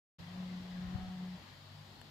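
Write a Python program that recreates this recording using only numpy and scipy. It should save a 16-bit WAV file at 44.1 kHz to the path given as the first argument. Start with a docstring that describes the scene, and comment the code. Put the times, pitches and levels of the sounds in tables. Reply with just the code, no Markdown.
"""Quiet farmyard with a small motor

A hand-held microphone stands in an even hiss of air, with an engine idling in the distance.
Close by, a small motor, likely a phone's vibrator, spins up, hums for a second and stops.
Soft low bumps of wind or handling reach the microphone midway; one tiny tick comes near the end."""
import sys
import numpy as np
from scipy import signal
from scipy.fft import rfft, irfft
from scipy.io import wavfile
from scipy.ndimage import uniform_filter1d

SR = 44100
rng = np.random.default_rng(int(sys.argv[2]) if len(sys.argv) > 2 else 0)


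def inscribe(sig):
    """Save sig as 16-bit PCM at rate SR to the path in sys.argv[1].

    A 1-D sig is mono; a 2-D sig holds one channel per row.
    Samples are clipped to [-1, 1] before scaling.
    """
    pcm = np.round(np.clip(np.atleast_2d(sig).T, -1, 1) * 32767)
    wavfile.write(sys.argv[1], SR, pcm.astype(np.int16))


N = 92610
T = np.arange(N) / SR


def amp(db):
    """Decibels to gain."""
    return 10 ** (np.asarray(db) / 20)


def unit_rms(x):
    """Scales to rms 1."""
    return x / np.sqrt(np.mean(x ** 2) + 1e-20)


def over_time(points):
    """Joins (time_s, value) points by straight lines."""
    return np.interp(T, *np.transpose(points))


def over_frequency(points, hz):
    """Reads (frequency_hz, value) points on a log-frequency axis."""
    point_hz, value = np.transpose(points)
    return np.interp(np.log(hz + 1), np.log(point_hz), value)


def pan(left_minus_right_db):
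    """Left and right gains for a level difference."""
    return amp(np.array([[.5], [-.5]]) * left_minus_right_db)


def drift(rate_hz):
    """Smooth random wander of rms 1."""
    hz = np.fft.rfftfreq(N, 1 / SR)
    white = rfft(rng.standard_normal(N))
    return unit_rms(irfft(white * (hz > 0) * np.exp(-(hz / rate_hz) ** 2), N))


# How alike the air is on the two sides of the microphone: frequency_hz, correlation
AIR_CORRELATION = [(60, 0.5), (140, 1), (290, 0.8), (640, 0.58), (1400, 0.08), (3100, 0), (6800, .25),
                   (15000, 0.1)]
# How far the air leans to the left: frequency_hz, left_minus_right_db
AIR_BALANCE = [(60, 1.8), (200, 1.7), (380, 1.2), (700, 6.4), (1300, 5.5), (2400, 5.4), (4400, 4.4),
               (8100, 0.27), (15000, .3)]

def air_noise(spectrum, patch_db=2):
    """Stereo noise of rms 1 in a given colour, with drifting patches, nearly mono in the upper bass."""
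    hz = np.fft.rfftfreq(2048, 1 / SR)
    shape = (N // 512 + 5, len(hz))  # frames, bands
    patches = uniform_filter1d(rng.standard_normal(shape), size=7, axis=0)
    patches = unit_rms(uniform_filter1d(patches, size=14, axis=1))
    left, unrelated = rng.standard_normal((2, *shape)) + 1j * rng.standard_normal((2, *shape))
    correlation = np.clip(over_frequency(AIR_CORRELATION, hz), -1, 1)
    right = correlation * left + np.sqrt(1 - correlation ** 2) * unrelated
    colour = amp(over_frequency(spectrum, hz) + patch_db * patches)
    balance = pan(over_frequency(AIR_BALANCE, hz))[:, None]
    frames = np.array([left, right]) * colour * balance
    _, noise = signal.istft(frames.swapaxes(1, 2), nperseg=2048, noverlap=1536)
    return unit_rms(noise[:, :N])


# Low wash, midrange rustle and hiss of the open yard: frequency_hz, relative_density_db
WASH_SPECTRUM = [(20, -45), (33, -21), (48, -8), (75, -10), (125, -6), (190, -11), (240, -10.5),
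                 (310, -16.5), (430, -20), (600, -17.5), (830, -16), (1200, -20), (1600, -27.5),
                 (2500, -34.5), (5000, -79)]
RUSTLE_SPECTRUM = [(400, -34), (1000, -11.5), (1450, -8), (1900, 0.5), (2450, -7), (3200, -4.5),
                   (6000, -15), (15000, -52)]
HISS_SPECTRUM = [(300, -11.5), (1200, -4), (1900, -2), (2450, -5), (3100, 0), (4300, 1), (5100, -3),
                 (5700, -12.5), (7600, -11.5), (8400, -20.5), (13000, -17.5), (15500, -20)]
# The breeze swelling the wash: time_s, gain_db
BREEZE_SWELL = [(.18, 3), (.5, 4.5), (.75, 4.5), (.95, 5.5), (1.2, 2.5), (1.48, 4.5), (1.6, -1), (2.1, 1)]
# The rustle dying down: time_s, level_db
RUSTLE_LEVEL = [(.18, -63), (.35, -60), (.95, -61), (1.2, -62.5), (1.5, -62.5), (1.57, -68), (2.1, -69.5)]

def yard_air():
    """All around the microphone: a low wash that swells with the breeze, a rustle and an even hiss."""
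    wash = amp(-60 + over_time(BREEZE_SWELL)) * air_noise(WASH_SPECTRUM)
    rustle = amp(over_time(RUSTLE_LEVEL)) * air_noise(RUSTLE_SPECTRUM)
    hiss = amp(-60.5) * air_noise(HISS_SPECTRUM, patch_db=1.3)
    return wash + rustle + hiss


# Engine tones heard from far off: firing_multiple, base_level_db
ENGINE_ORDERS = [(1, -76.5), (2, -60.5), (3, -61.5), (4, -77)]
# Rise and fall of the whole engine at the microphone: time_s, gain_db
ENGINE_SWELL = [(.2, -6), (.35, 4.5), (.44, 0), (.52, -7), (.69, -11), (.77, 2.5), (1.17, -1.5),
                (1.32, -0.5), (1.49, -0.5), (1.57, -4), (1.79, 2), (1.91, 6), (1.98, -4), (2.1, -3.5)]

def distant_engine():
    """An idling engine: only the lowest firing orders carry this far, each fading in and out."""
    firing_hz, jitter, fade_db = 48.92, 0.017, 4
    phase = 2 * np.pi * np.cumsum(firing_hz * (1 + jitter * drift(rate_hz=7.4))) / SR
    orders = np.zeros(N)
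    for multiple, db in ENGINE_ORDERS:
        level = amp(db + fade_db * drift(rate_hz=5))
        orders += level * np.sin(multiple * phase + 2 * np.pi * rng.random())
    return pan(2.5) * amp(over_time(ENGINE_SWELL)) * orders


# Turning speed of the motor: time_s, rotation_hz
MOTOR_SPEED = [(.18, 169.7), (.25, 172.2), (.36, 183.2), (.55, 181.8), (.88, 181.8), (.99, 185.1),
               (1.07, 184.7), (1.13, 183.5), (1.38, 181.3)]
# Its hum, close to the microphone: time_s, level_db
HUM_LEVEL = [(.18, -55), (.26, -53.5), (.35, -48), (.41, -43), (.46, -44.5), (.55, -43), (.63, -48.5),
             (.70, -48), (.79, -42), (.92, -43), (1.04, -46), (1.15, -44), (1.27, -43.5), (1.355, -47),
             (1.38, -61), (1.40, -87)]
# Overtones of its casing: rotation_multiple, level_re_hum_db, change_at_full_buzz_db
CASING_OVERTONES = [(2, -28, -1), (3, -32, -0.5), (4, -29.5, 15), (6, -40, 9), (7, -39.5, 12),
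                    (9, -43.5, 12)]

def small_motor():
    """Close by, an off-centre weight shakes its casing: a near-pure hum that turns buzzy midway."""
    jitter, hum_wobble_db, overtone_wobble_db = 0.0041, 1.17, 1.5
    buzz_peak_s, rise_s, fall_s = 1, 0.096, 0.23
    rotation_hz = over_time(MOTOR_SPEED) * (1 + jitter * drift(rate_hz=35))
    phase = 2 * np.pi * np.cumsum(rotation_hz) / SR
    buzz_width_s = np.where(T < buzz_peak_s, rise_s, fall_s)
    buzz = np.exp(-((T - buzz_peak_s) / buzz_width_s) ** 2)
    overtones = np.zeros(N)
    for multiple, db, buzz_db in CASING_OVERTONES:
        gain = amp(db + buzz_db * buzz + overtone_wobble_db * drift(rate_hz=18))
        overtones += gain * np.sin(multiple * phase)
    level = np.sqrt(2) * amp(over_time(HUM_LEVEL) + hum_wobble_db * drift(rate_hz=48))
    return level * (pan(1.7) * np.sin(phase) + pan(5.5) * overtones)


# Bumps right on the microphone: centre_s, peak_db, pitch_hz, half_length_s, left_minus_right_db
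MICROPHONE_BUMPS = [(0.205, -50, 107, .008, -12), (0.734, -52, 62.1, 0.011, 8),
                    (0.851, -43.5, 99, 0.0096, 9), (0.879, -45.5, 62, 0.014, 9),
                    (0.955, -35, 98.1, 0.0074, 17), (.992, -47, 88, 0.0073, -16),
                    (1.031, -48.5, 63.4, 0.01, -17), (1.087, -53.5, 88, 0.011, -22)]
# Rumble of the gust around them: frequency_hz, relative_density_db
GUST_SPECTRUM = [(20, -32), (45, -5.5), (80, -6), (130, -3), (250, -10.5), (450, -23.5), (900, -24.5),
                 (1400, -26), (2500, -44), (6000, -80)]

def microphone_buffets():
    """Wind or handling at the microphone: soft pressure bumps of a cycle or two, and a brief rumble."""
    bumps = np.zeros((2, N))
    for centre_s, peak_db, pitch_hz, half_length_s, side_db in MICROPHONE_BUMPS:
        t = T - centre_s
        envelope = amp(peak_db) * np.exp(-(t / half_length_s) ** 2)
        bumps -= pan(side_db) * envelope * np.cos(2 * np.pi * pitch_hz * t)
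    gust_peak_s, gust_width_s = 0.933, 0.17
    gust = amp(-53.5) * np.exp(-((T - gust_peak_s) / gust_width_s) ** 2)
    return bumps + pan(7) * gust * air_noise(GUST_SPECTRUM)


# Resonances of the tapped plastic: pitch_hz, peak_db, t60_s
PLASTIC_MODES = [(750, -50, .012), (1750, -47, .008), (2800, -51, .006), (4400, -57, .02),
                 (7600, -59, .011)]

def plastic_tick():
    """A light tap on plastic, left of the microphone: a snap and a ring of a few milliseconds."""
    start_s, snap_db, snap_t60_s = 2.015, -58, .008
    t = np.maximum(T - start_s, 0)
    ring = sum(amp(db - 60 * t / t60_s) * np.sin(2 * np.pi * hz * t) for hz, db, t60_s in PLASTIC_MODES)
    snap = (t > 0) * amp(snap_db - 60 * t / snap_t60_s) * rng.standard_normal(N)
    return pan(12) * (ring + snap)


def scene():
    """The farmyard as it reaches the microphone."""
    return yard_air() + distant_engine() + small_motor() + microphone_buffets() + plastic_tick()


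def record(dry):
    """The microphone opens after a moment of silence and loses the deepest bass and highest treble."""
    open_s, rise_s = .184, 0.0081
    low_cut_hz, high_cut_hz = 33, 15600
    opened = dry * np.clip((T - open_s) / rise_s, 0, 1)
    hz = np.fft.rfftfreq(N, 1 / SR)
    low_cut = hz ** 4 / np.sqrt(hz ** 8 + low_cut_hz ** 8)
    thinned = irfft(rfft(opened) * low_cut, N) * (T > open_s)
    high_cut = signal.firwin(511, high_cut_hz, window=("kaiser", 9), fs=SR)
    return signal.oaconvolve(thinned, high_cut[None], "same")


dry = scene()
out = record(dry)
inscribe(out)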